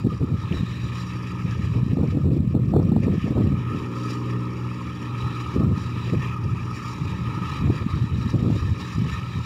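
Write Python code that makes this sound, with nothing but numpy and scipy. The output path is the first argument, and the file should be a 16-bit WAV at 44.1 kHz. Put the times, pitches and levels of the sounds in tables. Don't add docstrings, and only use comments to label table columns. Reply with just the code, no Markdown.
import sys
import numpy as np
from scipy import signal
from scipy.fft import rfft, irfft, next_fast_len
from scipy.io import wavfile
from scipy.ndimage import uniform_filter1d, minimum_filter1d, map_coordinates

SR = 44100
rng = np.random.default_rng(int(sys.argv[2]) if len(sys.argv) > 2 else 0)


def makeup_ratio(level_db):
    decades = np.asarray(level_db, float) / 20
    return 10 ** decades


def generate_wav(sig):
    pcm = np.round(np.clip(np.atleast_2d(sig).T, -1, 1) * 32767).astype(np.int16)
    wavfile.write(sys.argv[1], SR, pcm)


N = 416744


def unit(x):
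    return x / np.sqrt(np.mean(x ** 2) + 1e-20)


def curves(rows):
    s, *columns = np.transpose(rows)
    return [np.interp(np.arange(N) / SR, s, column) for column in columns]


def along(points, hz):
    f, db = np.transpose(points)
    return makeup_ratio(np.interp(np.log(hz + 1), np.log(f + 1), db))


def wobble(rate):
    knots = rng.standard_normal(int(N * rate / SR) + 4)
    return map_coordinates(knots, [np.arange(N) * rate / SR])


def filtered(x, response):
    m = next_fast_len(N + 8192)
    return irfft(rfft(x, m) * response(np.fft.rfftfreq(m, 1 / SR)), m)[:N]


def patchy(patchy_db):
    z = signal.stft(rng.standard_normal(N + 512), nperseg=512)[2]
    field = uniform_filter1d(rng.standard_normal(z.shape), size=2, axis=0)
    field = uniform_filter1d(field, size=8, axis=1)
    return signal.istft(z * makeup_ratio(patchy_db * unit(field)), nperseg=512)[1][:N]


def bursts(events, turns, boost_db):
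    half = SR // 50
    out = np.zeros(N + 2 * half)
    t = np.arange(-half, half) / SR
    phases = rng.uniform(0, 2 * np.pi, len(events))
    for (s, db, hz), phase in zip(events, phases):
        swell = makeup_ratio(db + boost_db) * np.exp(-(t * hz / turns) ** 2)
        out[round(s * SR):][:len(t)] += swell * np.sin(2 * np.pi * hz * t + phase)
    return out[half:half + N]


# (frequency [Hz], relative level per Hz [dB])
HISS_TINT = [(2000, -120), (3000, -14), (8000, 1), (15700, -8)]


def hiss():
    return makeup_ratio(-75.5) * unit(filtered(rng.standard_normal(N), lambda f: along(HISS_TINT, f)))


# (time [s], exhaust beat [Hz])
ENGINE_PACE = [(0, 59.93), (1.5, 60.02), (3.8, 60.05), (4.6, 60.28), (5.4, 60.11), (7.5, 59.46),
               (9.45, 59.8)]
# (time [s], drone level [dB], extra on orders above the tenth [dB])
DRONE_LEVEL = [(0, -39, -12), (.8, -28.5, -7.5), (1.4, -28.5, -3), (2.2, -29.5, -4.5), (3.3, -34, -2),
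               (3.8, -30.5, 7.5), (4.4, -28, 4), (4.9, -31, 0.5), (5.4, -31, 3), (6, -27, -4.5),
               (6.7, -29.5, -2), (7.4, -32.5, 2), (8.2, -39.5, 8), (8.8, -32, 4), (9.45, -33.5, -21)]
# (multiple of the engine cycle [1], relative level [dB])
SHAFT_ORDERS = [(1, -28.5), (2, -38), (3, -29), (4, -9), (5, -25.5), (6, 4.5), (7, -21.5), (8, -26),
                (9, -2), (10, -42), (11, -37), (12, -8), (13, -32), (14, -16.5), (15, -10), (16, -15),
                (17, -24), (18, -16.5), (19, -24), (20, -19), (21, -17.5), (22, -29.5), (23, -28.5),
                (24, -28.5), (25, -37), (26, -30), (27, -26), (28, -35)]


def exhaust():
    beat_hz, = curves(ENGINE_PACE)
    drone_db, upper_db = curves(DRONE_LEVEL)
    cycle = 2 * np.pi * np.cumsum(beat_hz / 3) / SR
    tone = 0
    for k, db in SHAFT_ORDERS:
        level = makeup_ratio(db + (k > 10) * upper_db + 2.2 * wobble(9))
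        phase = k * cycle + rng.uniform(0, 2 * np.pi) + 0.026 * k * wobble(14)
        tone = tone + level * np.sin(phase)
    return makeup_ratio(drone_db) * unit(tone), cycle


# (centre [Hz], width before narrowing below [Hz], relative level [dB])
BODY_RESONANCES = [(918, 153, -8.5), (1249.5, 114, 1.5), (1799, 235, -12.5), (2438, 367, -13),
                   (2820, 990, -20.5), (3870, 344, -12), (4767, 410, -22.5), (5530, 500, -23.5),
                   (7040, 500, -29.5)]
# (frequency [Hz], relative level per Hz [dB])
BROAD_NOISE = [(35, -6), (60, 13), (120, 16), (230, 5.5), (400, -11), (580, 0.5), (700, -33), (1100, -4.5),
               (1500, -33), (3500, -34), (4350, -50), (6300, -36), (8500, -44.5), (15700, -55)]


def body(f):
    power = along(BROAD_NOISE, f) ** 2
    for centre, width, db in BODY_RESONANCES:
        power = power + makeup_ratio(db) ** 2 / (1 + ((f - centre) / (0.81 * width)) ** 2) ** 3
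    return np.sqrt(power)


def hum():
    return makeup_ratio(-44.5) * unit(filtered(patchy(patchy_db=1.5), lambda f: along(BROAD_NOISE, f) * (f < 700)))


# (time [s], half length [s], rise of the treble before sharing [dB])
FLARE_UPS = [(0.545, 0.061, 5.5), (0.72, 0.027, 2.5), (0.948, 0.095, 4.5), (2.108, 0.011, 8),
             (2.524, 0.017, 3.5), (2.697, .02, 6.5), (2.89, 0.018, 5), (3.04, 0.015, 8.5), (4.12, .06, 0.5),
             (4.45, .02, 0), (5.41, 0.011, 6), (5.553, 0.027, 6.5), (5.776, 0.012, 5), (6.8, .03, 2.5),
             (6.93, 0.013, 4.5), (7.094, 0.02, 4), (7.554, 0.031, 1), (7.75, 0.02, -0.5),
             (8.307, 0.064, 3.5), (8.58, .03, 2.5), (8.812, 0.014, 8), (8.945, 0.035, 5)]


def surges():
    t = np.arange(0, N, 64) / SR
    flares = sum(rise_db * np.exp(-((t - s) / half) ** 2) for s, half, rise_db in FLARE_UPS)
    return np.interp(np.arange(N) / SR, t, flares) + 0.8 * wobble(16)


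# (time [s], engine roar [dB], drum [dB], belts [dB], straw rustle [dB])
WORKS_LEVEL = [(0, -45.5, -50, -60, -58.5), (.3, -42, -51.5, -61, -59.5), (.5, -43, -44, -49.5, -56),
               (.8, -46, -46.5, -52.5, -56.5), (1.05, -43, -47, -54.5, -54),
               (1.2, -42.5, -45.5, -61.5, -56.5), (1.8, -44, -47, -56, -56.5), (2.45, -50, -52, -72, -62.5),
               (2.9, -45, -50.5, -69, -62.5), (3.25, -44, -42, -54.5, -53.5),
               (3.6, -39.5, -46.5, -62, -61.5), (4.1, -40, -46, -56, -52.5), (4.4, -40.5, -47, -62, -58.5),
               (4.7, -41, -47, -61, -58), (4.9, -42, -47, -62, -59), (5.25, -38, -45, -53, -56.5),
               (5.7, -39.5, -47, -58, -58), (6.0, -40.5, -43.5, -52, -53.5),
               (6.25, -39.5, -43.5, -55, -57.5), (6.4, -40, -48, -66, -61), (6.75, -41, -47, -57.5, -52.5),
               (7.2, -41, -46.5, -56, -59.5), (7.5, -36, -42, -52, -52.5), (8.1, -41, -46, -53, -55),
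               (8.7, -41.5, -46, -52.5, -54), (9.15, -40.5, -43, -51, -52), (9.45, -42, -44.5, -48.5, -52)]
FLARE_SHARE = (.35, .75, .9, 1.05)


def works(cycle):
    puff = makeup_ratio(.7 * np.sin(3 * cycle) + .6 * np.sin(6 * cycle))
    unsteadiness = wobble(17)
    surge_db = surges()
    ranges = [  # (low [Hz], high [Hz], power put on the puff, slow unsteadiness [dB], fast spitting [dB])
        (700, 1500, 2.5, .3, 1.2),
        (1500, 3500, 0.19, 1.1, 1.3),
        (3500, 4350, .25, 1.4, 1.4),
        (4350, 16000, .2, 1.7, 1.9)]
    out = 0
    for (lo, hi, fired, slow_db, spit_db), db, share in zip(ranges, curves(WORKS_LEVEL), FLARE_SHARE):
        noise = patchy(patchy_db=2.5) * puff ** fired
        noise = noise * makeup_ratio(slow_db * unsteadiness + spit_db * wobble(110))
        band = filtered(noise, lambda f: body(f) * (f >= lo) * (f < hi))
        out = out + makeup_ratio(db + share * surge_db) * unit(band)
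    return out


# (time [s], level before the 13 dB cut below [dB], middle pitch [Hz])
KNOCKS = [(0.5257, -18, 2700), (1.0695, -45, 4690), (1.4237, -30, 2400), (1.511, -32, 5480),
          (2.0757, -35, 5170), (2.83, -33, 5240), (3.035, -24, 2370), (4.4553, -37, 4820),
          (4.6904, -31, 2490), (5.0295, -29, 2630), (5.7823, -32, 5390), (6.0995, -27, 2250),
          (6.2254, -25.5, 2440), (6.4418, -37, 5410), (7.5318, -34.5, 2560), (7.5378, -30, 4830),
          (8.3056, -29, 5300), (8.7804, -37, 5500), (8.8907, -38, 5540), (8.9531, -36, 5770),
          (9.232, -26, 2570), (9.3916, -34, 5660)]


def clanks():
    out = 0
    for ratio in (.89, 1.01, 1.14):
        mode = [(s, db, hz * ratio) for s, db, hz in KNOCKS]
        out = out + bursts(mode, turns=6.3, boost_db=-13)
    return out


# (time [s], buffet level before the wind trims [dB])
BREEZE_LEVEL = [(0, -32.5), (.6, -36.5), (1.0, -50), (1.38, -41), (1.55, -33), (2.5, -28.5), (3.5, -30),
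                (3.9, -45), (4.8, -59), (5.2, -38.5), (5.5, -46), (5.9, -36.5), (6.9, -41), (7.45, -32),
                (7.9, -37), (8.3, -35), (8.7, -32), (8.9, -45), (9.45, -36)]
# (start [s], hold [s], buffet before the wind trims [dB], flutter before the wind trims [dB])
GUSTS = [(.045, 0.042, -22, -19.5), (0.107, 0.033, -29.5, -32.5), (0.214, 0.031, -23, -18),
         (.3, 0.0535, -23.5, -26), (0.511, 0.023, -26, -23), (.57, 0.067, -27, -26.5),
         (0.837, .04, -36, -45), (1.443, 0.086, -29.5, -34.5), (1.749, 0.092, -27, -26.5),
         (1.88, .13, -25, -27.5), (1.993, 0.051, -18.5, -12.5), (2.145, 0.041, -20, -15.5),
         (2.246, 0.18, -17, -18.5), (2.386, 0.072, -21, -23), (2.545, 0.028, -24, -14.5),
         (2.642, 0.084, -22.5, -27), (2.732, .1, -16.5, -10), (2.842, 0.062, -20.5, -19.5),
         (2.92, .06, -17, -14.5), (3.017, 0.033, -21.5, -19), (3.063, 0.079, -21.5, -15.5),
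         (3.258, 0.081, -26, -19.5), (3.363, 0.12, -15, -12), (3.468, 0.068, -25.5, -19.5),
         (3.712, 0.1, -28, -33), (5.233, 0.076, -31, -42), (5.563, .08, -23, -16.5),
         (5.634, .11, -18.5, -19.5), (6.083, 0.014, -31.5, -27.5), (6.128, 0.027, -26, -21.5),
         (6.17, 0.029, -23.5, -35), (6.465, .08, -27.5, -35), (7.012, 0.044, -27, -44),
         (7.278, 0.039, -31.5, -42), (7.616, .04, -20, -29), (7.655, 0.053, -18, -20.5),
         (7.74, 0.027, -29, -29), (7.819, 0.036, -29.5, -31), (7.94, 0.017, -24.5, -37),
         (8.017, .03, -24.5, -40), (8.13, 0.031, -25.5, -32.5), (8.254, .015, -24.5, -33),
         (8.34, 0.022, -18.5, -16.5), (8.4, 0.018, -19, -21), (8.428, 0.131, -18.5, -18.5),
         (8.62, .04, -22.5, -36), (8.694, 0.036, -27, -42), (8.962, .1, -21, -28),
         (9.098, 0.044, -31.5, -41), (9.359, 0.03, -27, -45)]


def gusts():
    rise, sag, fall = 901, 31, 499
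    t = np.arange(0, N, 64) / SR
    start, hold, buffet_db, flutter_db = np.transpose(GUSTS)[:, :, None]
    down_db = rise * np.maximum(start - t, 0)
    down_db = down_db + sag * np.clip(t - start, 0, hold)
    down_db = down_db + fall * np.maximum(t - start - hold, 0)

    def strongest(db):
        return np.interp(np.arange(N) / SR, t, (db - down_db).max(axis=0))

    breeze_db, = curves(BREEZE_LEVEL)
    breeze_flutter_db = np.maximum(breeze_db - 6.5, -41)
    return np.maximum(strongest(buffet_db), breeze_db), np.maximum(strongest(flutter_db), breeze_flutter_db)


# (frequency [Hz], relative level per Hz [dB])
BUFFET_TINT = [(20, -34), (40, -30.5), (63, -7), (90, 1.5), (140, -0.5), (220, -12.5), (400, -28),
               (600, -120)]


def buffet(buffet_db, lumps):
    noise = rng.standard_normal(N) * makeup_ratio(2.0 * lumps + 1.2 * wobble(6.9))
    return makeup_ratio(buffet_db + 3.0) * unit(filtered(noise, lambda f: along(BUFFET_TINT, f)))


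# (frequency [Hz], relative level per Hz [dB])
FLUTTER_TINT = [(60, -53), (130, -3), (220, -3), (350, -4.5), (500, -12.5), (800, -32.5), (1300, -32),
                (1800, -120)]


def flutter(flutter_db, lumps):
    noise = rng.standard_normal(N) * makeup_ratio(2.66 * lumps + 3.8 * wobble(80))
    return makeup_ratio(flutter_db - 6.5) * unit(filtered(noise, lambda f: along(FLUTTER_TINT, f)))


# (time of the peak [s], thump level [dB], pitch [Hz], snap level [dB])
STRONG_EDDIES = [(0.046, -16.5, 200, -43), (0.071, -6, 264, -43), (0.244, -11.5, 218, -37),
                 (0.321, -19, 170, -52), (0.344, -17, 171, -61), (0.516, -13.5, 165, -40),
                 (0.609, -15, 158, -57), (0.633, -15, 157, -54), (1.453, -18, 172, -45),
                 (1.601, -19, 157, -49), (1.784, -20, 160, -42), (1.833, -10.5, 159, -53),
                 (1.866, -16.5, 188, -54), (1.933, -11, 188, -30), (1.972, -11, 225, -24),
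                 (2.034, -14, 174, -31), (2.085, -14.5, 160, -41), (2.154, -15, 250, -35),
                 (2.173, -15, 205, -25), (2.266, -16, 216, -43), (2.333, -12, 182, -41),
                 (2.405, -6, 184, -33), (2.45, -15, 169, -49), (2.478, -8, 149, -38),
                 (2.552, -5.5, 242, -20), (2.595, -16.5, 150, -46), (2.66, -17, 182, -46),
                 (2.72, -13, 170, -52), (2.739, -10.5, 234, -11), (2.766, -5, 320, -10),
                 (2.799, -10, 193, -19), (2.854, -12, 160, -43), (2.896, -8, 160, -52),
                 (2.923, -10.5, 175, -22), (2.965, -1, 183, -11), (3.005, -9, 169, -49),
                 (3.082, -11.5, 260, -28), (3.103, -12, 168, -47), (3.127, -26, 196, -33),
                 (3.182, -12.5, 167, -38), (3.244, -13, 212, -48), (3.281, -16, 234, -29),
                 (3.309, -13.5, 202, -48), (3.372, -14, 167, -21), (3.403, -12, 193, -24),
                 (3.445, -20, 180, -34), (3.52, -12, 220, -48), (3.544, -15, 160, -50),
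                 (3.749, -20.5, 226, -39), (5.564, -16.5, 169, -49), (5.606, -12, 223, -36),
                 (5.635, -12, 206, -28), (5.723, -16, 192, -37), (5.778, -18.5, 182, -55),
                 (6.083, -23, 158, -45), (6.136, -27, 197, -51), (6.195, -22.5, 150, -52),
                 (7.651, -22, 181, -52), (7.676, -19, 248, -31), (7.702, -7, 266, -20),
                 (7.866, -11, 195, -50), (8.043, -17.5, 188, -60), (8.189, -16.5, 170, -51),
                 (8.267, -16, 173, -53), (8.342, -19, 251, -42), (8.362, -9.5, 179, -31),
                 (8.435, -17.5, 219, -33), (8.468, -17, 179, -41), (8.503, -9, 222, -23),
                 (8.984, -14.5, 210, -50), (9.021, -15, 180, -47)]


def eddies(flutter_db):
    gap_s, usual_hz = .03, 181
    slots = np.arange(0, N / SR - gap_s, gap_s)
    times = slots + rng.uniform(0, gap_s, len(slots))
    size, pitch, edge = rng.standard_normal((3, len(slots)))
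    small_db = flutter_db[(times * SR).astype(int)] + 2.5 + 2.5 * size
    small_hz = usual_hz * np.exp(.16 * pitch)
    small_snap_db = small_db - 30 + 5 * edge
    everyone = list(STRONG_EDDIES) + list(zip(times, small_db, small_hz, small_snap_db))
    thumps = bursts([(s, db, hz) for s, db, hz, _ in everyone], turns=0.63, boost_db=1.7)
    snaps = bursts([(s, snap_db, 680) for s, _, _, snap_db in everyone], turns=0.92, boost_db=-1.5)
    return thumps + snaps


# (frequency [Hz], relative level per Hz [dB])
CRACKLE_TINT = [(300, -120), (450, 2.5), (650, -0.5), (1000, -10), (1500, -15), (1900, -120)]


def crackle(flutter_db, lumps):
    noise = rng.standard_normal(N) * makeup_ratio(2.4 * lumps + 5.1 * wobble(90))
    level_db = -35.5 + 2.13 * (flutter_db + 12.5)
    return makeup_ratio(level_db) * unit(filtered(noise, lambda f: along(CRACKLE_TINT, f)))


def wind():
    exposure_db = 3
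    buffet_db, flutter_db = gusts()
    lumps = wobble(35)
    noises = buffet(buffet_db, lumps) + flutter(flutter_db, lumps) + crackle(flutter_db, lumps)
    return makeup_ratio(exposure_db) * (noises + eddies(flutter_db))


def scene():
    tone, cycle = exhaust()
    harvester = tone + works(cycle) + hum() + clanks()
    return (harvester + wind())[None]


def gain_control(x):
    knee_db, duck = -15.5, 0.47
    held_peak = -minimum_filter1d(-np.abs(x), size=1800, axis=1)
    over_db = np.maximum(20 * np.log10(held_peak + 1e-9) - knee_db, 0)
    return x * makeup_ratio(uniform_filter1d(-duck * over_db, size=1500, axis=1))


# (frequency [Hz], timing error re one sample [dB])
TIMING_ERRORS = [(3885, -10.5), (7775, -16.5), (11655, -19), (15555, -22.5)]


def mirror_images(x):
    t = np.arange(N) / SR
    error = sum(makeup_ratio(db) * np.cos(2 * np.pi * hz * t) for hz, db in TIMING_ERRORS)
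    return np.gradient(x, axis=1) * error


def roll_off(x):
    return signal.sosfilt(signal.butter(12, 15890, fs=SR, output="sos"), x)


def record(dry):
    x = gain_control(dry)
    x = x / (1 + np.abs(x / .46) ** 5) ** (1 / 5)
    x = x + hiss()
    x = x + mirror_images(x)
    mix = filtered(x[0], lambda f: f < 15780)[None]
    return roll_off(mix)


dry = scene()
out = record(dry)
generate_wav(out)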